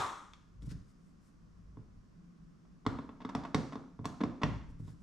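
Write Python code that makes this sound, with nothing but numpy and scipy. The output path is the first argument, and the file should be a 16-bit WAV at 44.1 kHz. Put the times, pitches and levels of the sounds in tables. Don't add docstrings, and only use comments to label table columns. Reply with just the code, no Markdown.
import sys
import numpy as np
from scipy import signal
from scipy.fft import rfft, irfft, next_fast_len
from scipy.io import wavfile
from scipy.ndimage import uniform_filter1d

SR = 44100
rng = np.random.default_rng(int(sys.argv[2]) if len(sys.argv) > 2 else 0)


def master_out(mix):
    frames = np.transpose(np.atleast_2d(mix))
    ceiling = np.clip(frames, -1, 1)
    pcm = np.round(ceiling * 32767).astype(np.int16)
    wavfile.write(sys.argv[1], SR, pcm)


N = 221772
TIME = np.arange(N) / SR

# pitch_hz, level_db
ECHO_COLOUR = [(60, 4.5), (150, -4), (300, -6), (600, -3), (1200, -4.5), (3000, -7.5), (6000, -4),
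               (12000, -8.5)]
# pitch_hz, t60_s
ECHO_DECAY = [(80, 0.11), (260, 0.56), (700, 0.47), (1300, 0.61), (4000, 0.56), (7000, 0.67), (12000, 0.48)]
# pitch_hz, likeness (0-1)
BACKGROUND_LIKENESS = [(40, 1), (110, 0.9), (200, 0.54), (360, 0.06), (2200, 0.11), (4000, 0.4),
                       (7000, 0.6), (13000, 0)]
# pitch_hz, level_db, t60_s
CLAMP_MODES = [(498, -5, 0.012), (706, -3.5, 0.017), (745, -12, 0.023), (1001, -10, 0.0096),
               (1101, 1.5, 0.0094), (1146, -1.5, 0.0042), (1240, -5.5, 0.007), (1620, -11.5, 0.0081),
               (2110, -4, 0.0034), (3490, -3, 0.025)]


def from_db(db):
    return 10 ** (np.asarray(db) / 20)


def rms_one(x):
    return x / np.sqrt(np.mean(x ** 2) + 1e-20)


def at_hz(points, hz):
    point_hz, value = np.array(points).T
    return np.interp(np.log(hz), np.log(point_hz), value)


def butter(x, order, hz, kind="low"):
    return signal.sosfilt(signal.butter(order, hz, kind, fs=SR, output="sos"), x)


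def noise(colour, size=N, likeness=None):
    # pitch_hz, likeness (0-1)
    usual_likeness = [(40, 0.4), (120, 0.82), (260, 0.97), (550, 0.78), (1100, 0.71), (2500, 0.61),
                      (6000, 0.9), (12000, 0.34)]
    if likeness is None:
        likeness = usual_likeness
    padded = next_fast_len(size)
    hz = np.maximum(np.fft.rfftfreq(padded, 1 / SR), 1)
    mid, side = rfft(rng.standard_normal((2, padded)))
    alike = np.clip(at_hz(likeness, hz), 0, 1)
    common = np.sqrt((1 + alike) / 2) * mid
    opposite = np.sqrt((1 - alike) / 2) * side * [[1], [-1]]
    return irfft((common + opposite) * from_db(at_hz(colour, hz)), padded)[:, :size]


def dying(x, stretch=1):
    size = x.shape[1]
    octave = np.log2(np.maximum(np.fft.rfftfreq(size, 1 / SR), 1))
    spectrum, out = rfft(x), 0
    for centre in np.arange(5, 14.6, .5):
        band = irfft(spectrum * np.maximum(0, 1 - 2 * abs(octave - centre)), size)
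        t60 = stretch * at_hz(ECHO_DECAY, 2 ** centre)
        out = out + band * from_db(-60 * TIME[:size] / t60)
    return out


def blows(times, levels_db):
    force = np.zeros(N)
    np.add.at(force, np.round(times * SR).astype(int), from_db(levels_db))
    return force


def ring(force, hz, t60):
    radius = from_db(-60 / (t60 * SR))
    angle = 2 * np.pi * hz / SR
    return signal.lfilter([0, np.sin(angle)], [1, -2 * radius * np.cos(angle), radius ** 2], force + 1e-18)


def dullness(hz, hardness_hz):
    return 10 * np.log10(1 + (hz / hardness_hz) ** 4)


def opening_clack(level_db, stretch, pan_db):
    # pitch_hz, relative_db per Hz
    ring_colour = [(47, -44), (80, 1.5), (118, -8), (206, -22.5), (256, -14), (687, -14), (749, -9.5),
                   (1150, -2), (1590, -15.5), (2060, -19), (2340, -24), (2950, -27), (3400, -20.5),
                   (4100, -25), (4750, -33.5), (5600, -28), (7800, -31), (13600, -48.5)]
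    # pitch_hz, level_db, t60_s
    tone_modes = [(762, -44.5, 0.28), (905, -44, 0.38), (1234, -41.5, 0.69), (1350, -49, 0.68)]
    tail = from_db(level_db) * dying(rms_one(noise(ring_colour, size=SR)), stretch)
    tail = np.pad(tail, [(0, 0), (0, N - SR)])
    tones = sum(ring(blows(np.zeros(1), db), hz, t60) for hz, db, t60 in tone_modes)
    return from_db(pan_db * np.array([[.5], [-.5]])) * (tail + tones)


def leaning():
    # pitch_hz, relative_db per Hz
    rumble_colour = [(20, -10.5), (28, 3.5), (38, -2.5), (52, 1.5), (75, -8), (115, -6.5), (250, -35.5),
                     (600, -75)]
    # pitch_hz, likeness (0-1)
    rumble_likeness = [(40, 0.9), (150, 0.9)]
    # heaviest_s, half_length_s, rise_db
    shifts = [(0.675, 0.17, 17), (1.687, 0.23, 11), (1.997, 0.04, 8.5), (4.7, .2, 14.5)]
    # pitch_hz, relative_db per Hz
    drone_colour = [(70, -25.5), (120, -9.5), (172, 13.5), (215, -4), (300, -5.5), (420, -23), (900, -63)]
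    # time_s, level_db
    drone_level = [(0.3, -69), (1.0, -62.5), (1.6, -63.5), (2.0, -63), (2.4, -58), (2.9, -61), (3.9, -61.5),
                   (4.6, -60), (5.03, -57)]
    resting_db = -65.5
    weight_db = sum(db * np.exp(-((TIME - s) / half) ** 2) for s, half, db in shifts)
    rumble = from_db(resting_db + weight_db) * rms_one(noise(rumble_colour, likeness=rumble_likeness))
    drone_db = np.interp(TIME, *np.transpose(drone_level))
    drone = from_db(drone_db) * rms_one(noise(drone_colour, likeness=BACKGROUND_LIKENESS))
    return rumble + drone


def still_air():
    # pitch_hz, relative_db per Hz
    air_colour = [(120, -38), (200, -7.5), (275, -15.5), (334, -19.5), (371, -21.5), (567, -27),
                  (900, -32.5), (1070, -25), (2290, -39), (3890, -44), (5540, -39.5), (12300, -58.5),
                  (13600, -66)]
    level_db = -74.5
    air = noise(air_colour, likeness=BACKGROUND_LIKENESS)
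    return air * from_db(level_db) / butter(air, 4, 500, "high").std()


def crack(times, levels_db, tops_hz, lengths, peak_share, width):
    # pitch_hz, relative_db per Hz
    crack_colour = [(700, -13.5), (1400, 5.5), (2200, 3.5), (2800, -2), (3600, -1), (4700, -4.5),
                    (5800, -4.5), (7500, -7), (10000, -17), (14000, -14)]
    size = SR // 20
    out = np.zeros((2, N + size))
    grain = rms_one(noise(crack_colour))
    grain = width * grain + (1 - width) * grain.mean(axis=0)
    for s, db, top_hz, length in zip(times, levels_db, tops_hz, lengths):
        at = round(s * SR)
        age = TIME[:size] / (peak_share * length)
        burst = grain[:, at:at + size]
        age = age[:burst.shape[1]]
        swell = age * np.exp(1 - age)
        out[:, at:at + burst.shape[1]] += from_db(db) * butter(burst * swell, 2, top_hz)
    return out[:, :N]


def ticking(pan_db, edge_db):
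    # start_s, level_db, hardness_hz
    ticks = [(.012, -43.5, 9000), (.029, -50, 9000), (0.335, -50, 4730), (0.622, -63, 10000),
             (0.721, -76, 11000)]
    # pitch_hz, level_db, t60_s
    tool_modes = [(2720, -12, 0.0073), (3490, 4, 0.0077), (4200, -12, 0.0091)]
    tick_s = 0.0021
    times, levels_db, hardness_hz = np.transpose(ticks)
    lengths = np.full(len(times), tick_s)
    edges = crack(times, levels_db + edge_db, hardness_hz, lengths, peak_share=0.22, width=0.96)
    rings = sum(ring(blows(times, levels_db + db), hz, t60) for hz, db, t60 in tool_modes)
    return (edges + rings) * from_db(pan_db * np.array([[.5], [-.5]]))


def rubbing(grain_db):
    # start_s, length_s, peak_db
    strokes = [(0.612, 0.031, -71), (0.644, 0.035, -67.5), (0.677, 0.054, -59.5), (.85, 0.082, -83),
               (0.956, .18, -91), (1.195, .12, -81.5), (4.68, .04, -81), (4.785, 0.032, -77),
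               (4.809, .13, -73.5), (4.99, 0.042, -84)]
    # pitch_hz, relative_db per Hz
    rub_colour = [(600, -31), (1400, 3.5), (2600, -6.5), (4000, -4.5), (6000, -5), (8500, -17),
                  (12000, -27), (15000, -18)]
    # pitch_hz, relative_db per Hz
    brush_colour = [(3500, -22), (5500, -4.5), (7500, 5), (12500, -5), (15000, -20)]
    rise = 0.68
    brush_db, brush_follows = -70, 0.62
    pressure = 0
    for s, length, db in strokes:
        swell = np.interp(TIME, [s, s + rise * length, s + length], [0, 1, 0])
        pressure = pressure + from_db(db) * swell
    catches = rms_one(uniform_filter1d(rng.standard_normal(N), size=130))
    rub = pressure * rms_one(noise(rub_colour) * from_db(grain_db * catches))
    touch = (pressure / pressure.max()) ** brush_follows
    brush = from_db(brush_db) * touch * rms_one(noise(brush_colour))
    return (rub + brush) * from_db([[2], [-2]])


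def hull(times, levels_db, hardness_hz, modes, lag, low_hz, soft_hz, vary_db):
    out = 0
    for hz, db, t60 in modes:
        strength = levels_db + db - dullness(hz, hardness_hz) + vary_db * rng.standard_normal(len(times))
        out = out + ring(blows(times + lag, strength), hz, t60)
    return butter(out, 2, [low_hz, soft_hz], "band")


def rocking(bending, level_db, top_hz):
    return from_db(level_db) * butter(bending, 2, top_hz) * np.array([[1], [-1]])


def boom(times, flex_db, wall_db, hardness_hz):
    # pitch_hz, level_db, t60_s
    flex_modes = [(68, -18, 0.6), (116.8, -5.5, 0.25), (149.5, -2, 0.23), (183, -9, 0.024)]
    # pitch_hz, level_db, t60_s
    wall_modes = [(208.2, -9, 0.11), (240.9, -2, 0.12), (270.5, -5, .14), (283.8, -13, 0.2),
                  (385, -27, 0.051), (424.6, -9.5, 0.049), (455, -14.5, 0.031)]
    bending = hull(times, flex_db, hardness_hz, flex_modes, lag=0.0015, low_hz=70, soft_hz=292, vary_db=4.0)
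    panels = hull(times, wall_db, hardness_hz, wall_modes, lag=0.0013, low_hz=171.6, soft_hz=686, vary_db=1.5)
    return bending + rocking(bending, level_db=-3.5, top_hz=99) + panels


def clamp(force, modes, soft_hz):
    out = sum(from_db(db) * ring(force, hz, t60) for hz, db, t60 in modes)
    return butter(butter(out, 2, soft_hz), 3, 520, "high")


def thumping():
    # start_s, strength_db, hardness_hz
    thumps = [(0.622, -48.5, 300), (0.639, -36, 120), (0.673, -32, 94), (0.714, -42.5, 240),
              (1.771, -44.5, 620), (3.9911, -38, 580), (4.4343, -20, 148), (4.4735, -36.5, 200),
              (4.512, -27, 110), (4.698, -46.5, 230), (4.797, -30, 100), (4.875, -43, 140)]
    clamp_hz = 1020
    times, strength_db, hardness_hz = np.transpose(thumps)
    push = blows(times, strength_db - dullness(clamp_hz, hardness_hz))
    rattle = clamp(push, CLAMP_MODES, soft_hz=1220)
    return boom(times, strength_db, strength_db, hardness_hz) + rattle


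def slips(times, levels_db, lengths, slip_db, spread_db, count=5):
    draws = rng.random((len(times), 3, count))
    later = times[:, None] + lengths[:, None] * (np.arange(count) + draws[:, 0]) / count
    later_db = levels_db[:, None] + slip_db - 6 * draws[:, 1]
    first_db = levels_db - spread_db * np.log2(np.maximum(lengths / lengths.min() / 2, 1))
    forward = draws[:, 2] < .5
    first = blows(times, first_db)
    return first + blows(later[forward], later_db[forward]) - blows(later[~forward], later_db[~forward])


def snapping():
    # start_s, strength_db, push_db into the hull, hardness_hz, slip_length_s
    snaps = [ (2.651, -63, -73, 3000, 0.00604), (2.852, -52.5, -51.5, 4030, .005),
             (2.8641, -28, -24.5, 5660, 0.0028), (2.987, -40.5, -38.5, 2880, .005),
             (3.091, -46.5, -42.5, 2940, 0.0055), (3.204, -43.5, -51, 3980, 0.0082),
             (3.216, -42.5, -44.5, 4500, 0.0092), (3.249, -38.5, -35, 4670, .0045),
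             (3.29, -37, -44, 5850, 0.01), (3.350, -30, -31, 6300, 0.00321),
             (3.435, -41.5, -52, 5900, 0.008), (3.45, -36, -42, 4200, 0.0065),
             (3.5454, -21.5, -23.5, 7000, .0034), (3.723, -42.5, -52, 4500, 0.006),
             (3.73, -41, -42, 4470, 0.0085), (3.755, -42, -35, 4300, .0035),
             (4.044, -39, -57, 3900, 0.0081), (4.0546, -31, -34, 13500, .0028),
             (4.205, -30, -34, 3300, 0.012), (4.211, -39, -25.5, 3900, .007),
             (4.2358, -32, -27.5, 4440, .0037), (4.416, -31, -34.5, 3800, 0.011),
             (4.4332, -25, -27.5, 4200, .003), (4.878, -55.5, -55, 4460, 0.0094)]
    # pitch_hz, level_db, t60_s
    jaw_modes = [(616, -2.5, 0.059), (1914, 0, 0.021), (2180, -5.5, 0.01), (2476, -5.5, 0.02),
                 (2730, -8.5, 0.017), (3000, -13, 0.016), (3900, -12.5, 0.013), (4500, -17, 0.012)]
    lock_s, lock_db = 4.4337, -28.5
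    clamp_db = -2.5
    quick_slip_s, crack_db, crack_loss_db = 0.0028, -6, 5
    flex_max_db, flex_growth, flex_loss_db = -26.5, 1, 10
    times, strength_db, push_db, hardness_hz, lengths = np.transpose(snaps)
    slowness = np.log2(lengths / quick_slip_s)
    flex_db = flex_max_db + flex_growth * (push_db - push_db.max()) - flex_loss_db * slowness
    force = slips(times, strength_db + clamp_db, lengths, slip_db=-5.5, spread_db=10)
    clack = clamp(force, CLAMP_MODES, soft_hz=1474)
    lock = clamp(blows(np.array([lock_s]), lock_db), jaw_modes, soft_hz=7150)
    edge_db = strength_db + crack_db - crack_loss_db * slowness
    edges = crack(times, edge_db, hardness_hz, lengths, peak_share=0.33, width=0.63)
    return boom(times, flex_db, push_db, hardness_hz) + clack + lock + edges


def from_right(x, pan_db):
    left, right = np.broadcast_to(x, (2, N))
    return np.array([np.append(0, left[:-1]) * from_db(pan_db / 2), right * from_db(-pan_db / 2)])


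def garage(x, build_s, early_db, early_s, early_hz):
    t = TIME[:SR]
    late = dying(noise(ECHO_COLOUR, size=SR))
    early = butter(noise(ECHO_COLOUR, size=SR), 2, early_hz, "high")
    early = from_db(early_db) * early * np.exp(-t / early_s)
    response = (late + early) * (1 - np.exp(-t / build_s))
    return signal.fftconvolve(x, response / np.sqrt(.033 * SR), axes=1)[:, :N]


def diffuse(x):
    out = 0
    edges = 56 * 2 ** (np.arange(25) / 3)
    flat = [(20, 0), (20000, 0)]
    fields = [noise(flat) for _ in range(2)]
    for k, (low, high) in enumerate(zip(edges, edges[1:])):
        hz = np.sqrt(low * high)
        keep = from_db(-60 / (at_hz(ECHO_DECAY, hz) * SR)) ** 2
        power = butter(x.mean(axis=0), 2, [low, high], "band") ** 2
        energy = signal.lfilter([1 - keep], [1, -keep], power)
        field = rms_one(butter(fields[k % 2], 2, [low, high], "band"))
        out = out + from_db(at_hz(ECHO_COLOUR, hz)) * np.sqrt(energy) * field
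    return out


def scene():
    work = from_right(snapping() + thumping(), pan_db=-0.9)
    direct = work + ticking(pan_db=-0.5, edge_db=3) + rubbing(grain_db=-2.0)
    reflections = garage(direct, build_s=0.0003, early_db=13.5, early_s=0.0093, early_hz=720)
    echo = from_db(-3.5) * reflections + from_db(-0.5) * diffuse(direct)
    background = leaning() + still_air()
    return direct + echo + opening_clack(level_db=-32.0, stretch=1.1, pan_db=2.0) + background


def record(dry):
    cutoff_hz = 13400
    return signal.sosfilt(signal.ellip(8, .2, 70, cutoff_hz, fs=SR, output="sos"), dry)


dry = scene()
out = record(dry)
master_out(out)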